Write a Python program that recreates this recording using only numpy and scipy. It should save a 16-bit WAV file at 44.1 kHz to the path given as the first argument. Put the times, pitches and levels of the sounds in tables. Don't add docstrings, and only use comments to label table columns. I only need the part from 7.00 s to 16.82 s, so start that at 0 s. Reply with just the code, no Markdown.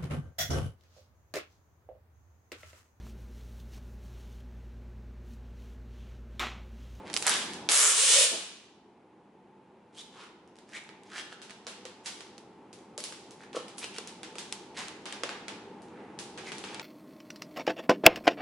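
import sys
import numpy as np
from scipy import signal
from scipy.fft import rfft, irfft, next_fast_len
from scipy.io import wavfile
from scipy.ndimage import uniform_filter1d

SR = 44100
rng = np.random.default_rng(int(sys.argv[2]) if len(sys.argv) > 2 else 0)


def generate_wav(signal):
    frames = np.transpose(np.atleast_2d(signal))
    scaled = np.clip(frames, -1, 1) * 32767
    pcm = np.round(scaled).astype(np.int16)
    wavfile.write(sys.argv[1], SR, pcm)


N = 433062
TIME = np.arange(N) / SR
CUTOFF_HZ = 11120


def from_db(db):
    return 10 ** (np.asarray(db) / 20)


def rms_one(x):
    return x / np.sqrt(np.mean(x ** 2) + 1e-20)


def energy_one(x):
    return x / np.sqrt(np.sum(x ** 2) + 1e-20)


def at_hz(points, hz):
    pitches, values = np.transpose(points)
    return np.interp(np.log(np.maximum(hz, 1)), np.log(pitches), values)


def add(track, start_s, sound):
    start = max(int(start_s * SR), 0)
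    part = sound[..., :max(N - start, 0)]
    track[..., start:start + part.shape[-1]] += part


def place(x, pan_db=0, direct_db=0, room_db=0):
    return x * from_db([[direct_db + pan_db / 2], [direct_db - pan_db / 2], [room_db]])


def colour(x, spectrum, brightness=0):
    size = 2 * next_fast_len(len(x) // 2 + 1024)
    hz = np.arange(size // 2 + 1) * SR / size
    octaves = np.log2(np.clip(hz, 1700, 11000) / 1700)
    roll_off_db = np.clip((hz - CUTOFF_HZ) / 30, 0, 50)
    gain = from_db(at_hz(spectrum, hz) + brightness * octaves - roll_off_db)
    cepstrum = irfft(np.log(gain))
    cepstrum[1:size // 2] *= 2
    cepstrum[size // 2 + 1:] = 0
    return irfft(rfft(x, size) * np.exp(rfft(cepstrum)))


def resonance(x, hz, width_hz):
    r = np.exp(-np.pi * width_hz / SR)
    return signal.lfilter([1 - r, 0, r - 1], [1, -2 * r * np.cos(2 * np.pi * hz / SR), r * r], x)


def stereo_noise(size, likeness):
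    alike = np.clip(at_hz(likeness, np.arange(size // 2 + 1) * SR / size), 0, .999)
    mid, side = rfft(rng.standard_normal((2, size)))
    return irfft(np.sqrt((1 + alike) / 2) * mid + np.sqrt((1 - alike) / 2) * side * [[1], [-1]], size)


def slips(per_s, unevenness, spread_db):
    clicks, tension = np.zeros(len(per_s)), np.cumsum(per_s) / SR
    at = 0
    while at < len(clicks):
        grip = np.exp(unevenness[at] * rng.standard_normal())
        clicks[at] = from_db(spread_db * rng.uniform(-1, 1))
        at = max(at + 1, np.searchsorted(tension, tension[at] + grip))
    return clicks


def roughen(clicks, amount, crack_s):
    r = np.exp(-1 / (crack_s * SR))
    crack = signal.lfilter([np.sqrt(1 - r * r)], [1, -r], clicks + 1e-18)
    return clicks + amount * crack * rng.standard_normal(len(clicks))


# pitch_hz, level_db
AIR_COLOUR = [(25, -34), (60, -21), (110, -11), (165, -6), (200, 0), (280, -4), (370, -1), (620, -12),
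              (870, -6), (1150, -16), (1600, -21), (2500, -24), (5000, -37), (11000, -44)]
# pitch_hz, level_db
HUM_NOTES = [(199, -16), (258, -26), (313, -14), (494, -16), (812, -15.5), (877, -14)]
# pitch_hz, likeness_0_to_1
AIR_LIKENESS = [(30, .88), (100, 0.98), (350, 0.99), (1500, 0.81), (10000, 0.41)]
def ventilation(level_db=-44.5, dip_db=-14.5, sink_s=.045, hold_s=.82, return_db_per_s=1.4477):
    size = 2 * next_fast_len(N // 2 + 1)
    hz = np.arange(size // 2 + 1) * SR / size
    power = energy_one(from_db(at_hz(AIR_COLOUR, hz))) ** 2
    for pitch_hz, db in HUM_NOTES:
        note = 1 / (1 + ((hz - pitch_hz) / 4.5) ** 2)
        power += (from_db(db) * energy_one(note)) ** 2
    air = irfft(rfft(stereo_noise(size, AIR_LIKENESS)) * np.sqrt(power))[:, :N]
    hollow = from_db(-7) * resonance(air, hz=405, width_hz=88)
    air += TIME / TIME[-1] * hollow
    since_rip = TIME - GLUE_PULLS[0][0]
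    sink_db = dip_db * np.clip(since_rip / sink_s, 0, 1)
    return_db = return_db_per_s * np.maximum(since_rip - hold_s, 0)
    return from_db(level_db + sink_db + return_db) * rms_one(air)


# pitch_hz, level_db
FILM_COLOUR = [(100, -37.5), (250, -13), (500, -4.5), (1000, -2.5), (2000, -1), (3200, 2.5), (5000, 2.5),
               (8000, 0.5), (11000, -4.5)]
# peak_s, fall_s, level_db, brightness_db_per_octave
HAND_MOVES = [(.07, 0.013, -45, -7.5), (.19, 0.064, -48, 8), (.274, .022, -25.5, -8.5),
              (.32, .056, -29.5, -2), (5.068, 0.022, -43.5, -0.5), (6.563, .016, -39, -2.5),
              (6.787, .014, -41.5, 9), (6.96, 0.031, -45, -2.5), (7.79, 0.031, -36.5, -4.5),
              (8.1, 0.049, -49.5, -8), (8.31, .04, -46.5, -12.5), (8.98, 0.13, -58, -16),
              (9.72, .12, -48.5, -7.5)]
def rustles(other_moves, folds_per_s=1500, spread_db=3.5, sheet_hz=2927):
    out = np.zeros((3, N))
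    hand_moves = [(peak_s, fall_s / 2, fall_s, db, bright) for peak_s, fall_s, db, bright in HAND_MOVES]
    for peak_s, rise_s, fall_s, db, brightness in hand_moves + other_moves:
        t = np.arange(-min(3 * rise_s, peak_s), 4 * fall_s, 1 / SR)
        folds = rng.random(len(t)) < folds_per_s / SR
        sizes = from_db(spread_db * np.minimum(rng.exponential(1, len(t)), 3))
        clicks = folds * sizes * rng.choice([-1, 1], len(t))
        crackle = colour(roughen(clicks, amount=1.65, crack_s=.00033), FILM_COLOUR, brightness)[:len(t)]
        crackle += from_db(-5.5) * resonance(crackle, sheet_hz * rng.uniform(.51, 1.2), width_hz=580)
        swell = np.exp(np.minimum(t / rise_s, -t / fall_s))
        rustle = energy_one(crackle * swell) * np.linalg.norm(swell)
        add(out, peak_s + t[0], from_db(db) * place(rustle, pan_db=-.8, direct_db=-.5, room_db=-.5))
    return out


# start_s, level_db, spread_db, brightness_db_per_octave
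FILM_SNAPS = [(0.1, -40, 0, -5.5), (.1314, -38, -5, -2), (.14, -26.5, -3, 1.5), (0.1648, -21, -9, -0.5),
              (0.1729, -27, -4, 3), (.2248, -28, -1, 1), (.2668, -20, 3.5, 6.5), (0.279, -24, -7, .5),
              (0.2948, -21.5, -2, 11), (0.5346, -39, 2, 0), (0.6895, -19, 2.5, -3), (3.587, -52.5, 0, -2.5),
              (3.891, -45.5, -2, -7.5), (4.0347, -55, -8, -1), (4.4172, -45, 6.5, -2.5),
              (4.4963, -45.5, 3.5, -4.5), (4.507, -42.5, -3.5, -4), (4.668, -36.5, 5, -3),
              (4.8529, -39, 1, -3.5), (5.0597, -35, 7, -.5), (5.2069, -41.5, 0, -3.5),
              (5.3799, -44.5, -5.5, -1.5), (5.7293, -47.5, 3, 0.5), (5.9782, -33.5, 1.5, 1.5),
              (6.0035, -38, -3, 3), (6.0395, -31.5, 2, 1.5), (6.1238, -40.5, 0, -3.5),
              (6.3085, -47.5, 2, 1), (6.5305, -45, 4, -6), (6.6818, -44.5, 2, -2),
              (6.7819, -38.5, 0.5, -1.5), (6.843, -34, -2.5, -3), (6.984, -31, -6.5, -2.5),
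              (7.074, -39, 2, -1), (7.232, -37.5, 2.5, -4.5), (7.3552, -42, 1, -4),
              (7.3839, -34, 3.5, -1.5), (7.525, -28, -6.5, -1), (7.883, -37, -3, -4), (8.056, -37.5, 6, -5),
              (8.125, -34, 0, -4.5), (8.235, -26.5, -1.5, -6), (8.292, -32, 1, -7.5),
              (8.4822, -33.5, 2, -6), (8.8198, -56.5, 3.5, 2.5), (9.1894, -36, 4, 0),
              (9.3756, -41, 7.5, -5.5), (9.519, -34.5, 2, -4.5), (9.5825, -39.5, 2, -1.5),
              (9.6398, -36, 3.5, -5.5), (9.7455, -35.5, -6, -6), (9.7963, -33, -7, -8.5)]
def snaps(gain_db=21, crack_s=.0007, settle_s=.0034, settle_db=-7):
    out, t = np.zeros((3, N)), TIME[:1500]
    fade = np.exp(-t / crack_s) + from_db(settle_db) * np.exp(-t / settle_s)
    for start_s, db, spread_db, brightness in FILM_SNAPS:
        shared, left, right = rng.standard_normal((3, len(t)))
        pan_db = -5.5 + .65 * start_s + rng.uniform(-2.2, 2)
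        ways = fade * (shared + .75 * left), fade * (shared + .75 * right), signal.unit_impulse(len(t))
        crack = np.array([energy_one(colour(way, FILM_COLOUR, brightness)) for way in ways])
        add(out, start_s, from_db(db + gain_db) * place(crack, pan_db, room_db=spread_db))
    return out


def crumple_moves(delay_s=.005, fall_s=.029, gain_db=-19.5):
    return [(start_s + delay_s, delay_s / 2, fall_s, db + spread_db + gain_db, brightness)
            for start_s, db, spread_db, brightness in FILM_SNAPS]


# time_s, slips_per_s, level_db
GLUE_PULLS = [(.689, 810, -32.5), (.715, 740, -21), (.775, 640, -20.5), (.83, 274, -20.5),
              (.88, 267, -21.5), (.945, 170, -28), (.98, 420, -21.5), (1.05, 600, -22.5), (1.12, 358, -18),
              (1.17, 573, -19.5), (1.24, 480, -20.5)]
# pitch_hz, level_db
TIGHT_COLOUR = [(200, -44.5), (430, -10), (880, -15), (1100, -8), (1500, -7), (2240, -8.5), (3200, -6),
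                (4500, -8.5), (7200, -0.5), (8500, -2), (11000, -3.5)]
# pitch_hz, level_db
FREE_COLOUR = [(200, -49), (400, -15), (530, -11), (700, -14.5), (2000, -10), (2950, -2.5), (5000, -4.5),
               (6500, -1.5), (9200, 0.5), (11000, -10.5)]
# peak_s, fade_s, pitch_hz, width_hz, level_db
FILM_RINGS = [(0.858, 0.0098, 1470, 600, -10.5), (0.863, 0.03, 6760, 1300, -3.5),
              (1.197, 0.053, 580, 130, -17), (1.215, 0.041, 9570, 1190, -6.5)]
def peel(settles_at_s=.825, free_at_s=.93, release_s=.018, release_db=-14.5):
    times, rates, levels = np.transpose(GLUE_PULLS)
    span = slice(int(times[0] * SR), int((times[-1] + release_s) * SR))
    t = TIME[span]
    per_s = np.interp(t, times, rates)
    db = np.interp(t, times, levels) + release_db * np.clip((t - times[-1]) / release_s, 0, 1)
    unevenness = .1 + .6 / (1 + np.exp((t - settles_at_s) / .03))
    clicks = slips(per_s, unevenness, spread_db=1) / np.sqrt(per_s)
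    freed = np.clip(.5 + (t - free_at_s) / .08, 0, 1)
    out = np.zeros((3, N))
    for way in out:
        cracks = roughen(clicks, amount=.4, crack_s=.0003)
        tight = rms_one(colour(cracks, TIGHT_COLOUR)[:len(t)])
        free = rms_one(colour(cracks, FREE_COLOUR)[:len(t)])
        rip = (1 - freed) * tight + freed * free
        for peak_s, fade_s, hz, width_hz, ring_db in FILM_RINGS:
            swell = from_db(ring_db) * np.exp(-((t - peak_s) / fade_s) ** 2)
            rip += swell * rms_one(resonance(cracks, hz, width_hz))
        loudness = np.sqrt(uniform_filter1d(rip ** 2, size=1000) + 1e-9)
        way[span] = from_db(db) * rip / loudness
    return place(out, direct_db=-4, room_db=-2.5)


def flap(start_s=1.305, length_s=.066, hz=259.4, width_hz=600, level_db=-41.5):
    out = np.zeros((3, N))
    swell = np.hanning(int(length_s * SR))
    hiss = rng.standard_normal(len(swell))
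    puff = resonance(resonance(hiss, hz, width_hz), hz, width_hz)
    add(out, start_s, from_db(level_db) * rms_one(puff) * swell)
    return out


def crinkles(start_s=2.9, per_s=16, gain_db=-32.5):
    folds = (rng.random(N) < per_s / SR) & (TIME > start_s)
    ticks = roughen(folds * rng.random(N) ** 2, amount=.61, crack_s=.00068)
    return from_db(gain_db) * place(colour(ticks, FILM_COLOUR, brightness=-1.5)[:N])


# start_s, end_s, level_db, pitch_hz, slips_per_s
SQUEAKY_SLIDES = [(2.962, 3.019, -49, 3440, 360), (3.118, 3.278, -54.5, 1154, 510),
                  (3.719, 3.787, -45.5, 2060, 330), (4.109, 4.215, -45, 1680, 194),
                  (4.155, 4.215, -46, 3000, 173), (4.307, 4.339, -50.5, 1430, 170),
                  (6.387, 6.473, -58.5, 1670, 54), (6.807, 6.855, -43, 2550, 320),
                  (9.448, 9.501, -46, 2000, 283)]
def squeaks(overtone_db=-16, glide=.15):
    out = np.zeros((3, N))
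    for start_s, end_s, db, hz, per_s in SQUEAKY_SLIDES:
        size = int((end_s - start_s) * SR)
        progress = np.linspace(0, 1, size)
        clicks = slips(np.full(size, per_s), unevenness=np.full(size, .2), spread_db=8)
        scrape = roughen(clicks, amount=1, crack_s=.003)
        overtone = from_db(overtone_db) * progress ** 2 * resonance(scrape, 1.37 * hz, width_hz=hz)
        ring = resonance(scrape, hz, width_hz=330) * (1 - progress / 2) + overtone
        rising = np.interp(progress + glide * progress * (progress - 1), progress, ring)
        pressure = np.sin(np.pi * progress ** 2) ** .5
        add(out, start_s, from_db(db) * place(rms_one(rising * pressure), direct_db=-2, room_db=-4.5))
    return out


def slide_moves():
    moves = []
    for start_s, end_s, db, hz, _ in SQUEAKY_SLIDES:
        length_s = end_s - start_s
        peak_s, rise_s, fall_s = start_s + .6 * length_s, .42 * length_s, .24 * length_s
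        brightness = -6.5 + 2.6 * np.log2(hz / 1000)
        moves.append((peak_s, rise_s, fall_s, db + 1, brightness))
    return moves


# start_s, level_db
CASE_BUMPS = [(4.6678, -44), (4.853, -41), (5.98, -39), (6.5477, -33.5), (6.5664, -27.5), (6.984, -39),
              (7.355, -43), (8.2355, -33)]
# pitch_hz, level_db, ring_s (time to fade by 60 dB)
CASE_NOTES = [(368, -6.5, 0.032), (488, 4.5, 0.025), (600, -3, 0.021), (745, -7, 0.0098), (1124, -2, 0.013),
              (1380, -9, 0.021)]
def bumps(gain_db=22.5, bounce_s=.00498, bounce_db=-5, low_cut_hz=350):
    out, t = np.zeros((3, N)), TIME[:SR // 10]
    hz, note_db, ring_s = np.transpose(CASE_NOTES)[:, :, None]
    notes = np.sin(2 * np.pi * hz * t) * from_db(-60 * t / ring_s)
    bass_cut = signal.butter(3, low_cut_hz, "high", fs=SR, output="sos")
    bounces = [(start_s + bounce_s, db + bounce_db) for start_s, db in CASE_BUMPS]
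    for start_s, db in CASE_BUMPS + bounces:
        strengths = from_db(note_db + rng.normal(0, 2.5, hz.shape)) * rng.choice([-1, 1], hz.shape)
        ring = signal.sosfilt(bass_cut, np.sum(strengths * notes, axis=0))
        add(out, start_s, from_db(db + gain_db) * place(energy_one(ring), room_db=-5))
    return out


# pitch_hz, ring_s (time to fade by 60 dB)
ECHO_TIMES = [(200, 0.4), (500, 0.49), (1000, 0.86), (2500, 0.8), (5500, 0.74), (11000, 0.4)]
# pitch_hz, likeness_0_to_1
ECHO_LIKENESS = [(200, 0.99), (700, 0.93), (1500, 0.26), (3000, 0.22), (7000, 0.034)]
def room(x, first_echo_s=.0028, early_db=-1, early_s=.024):
    t = TIME[:SR]
    hz, centres_hz = np.arange(SR // 2 + 1), np.geomspace(125, 16000, 8)
    bands = np.array([at_hz(np.c_[centres_hz, share], hz) for share in np.eye(len(centres_hz))])
    onset = np.clip(t / first_echo_s - 1, 0, 1) * (1 + from_db(early_db) * np.exp(-t / early_s))
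    decays = onset * from_db(-60 * t / at_hz(ECHO_TIMES, centres_hz)[:, None])
    out, hop = np.zeros((2, N)), SR // 3
    fade = np.sin(np.linspace(0, np.pi, 2 * hop))
    x = np.pad(x, (hop, 2 * hop))
    for start in range(0, N + hop, hop):
        noise = rfft(stereo_noise(SR, ECHO_LIKENESS))[:, None]
        tail = np.sqrt(2) * energy_one(np.sum(irfft(noise * bands) * decays, axis=1))
        stretch = x[start:start + 2 * hop] * fade
        echoes = signal.fftconvolve(stretch[None], tail, axes=1)
        add(out, (start - hop) / SR, echoes[:, max(hop - start, 0):])
    return out


def scene():
    crackling = snaps() + rustles(crumple_moves() + slide_moves()) + crinkles()
    handling = crackling + squeaks() + bumps() + peel() + flap()
    direct, into_room = handling[:2], handling[2]
    echoes = room(into_room) * from_db([[-.25], [.25]])
    return direct + echoes + ventilation()


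def record(dry):
    rounded = dry / (1 + (dry / .72) ** 4) ** .25
    treble_cut = signal.ellip(10, .2, 80, CUTOFF_HZ, fs=SR, output="sos")
    return signal.sosfilt(treble_cut, rounded)


dry = scene()
out = record(dry)
generate_wav(out)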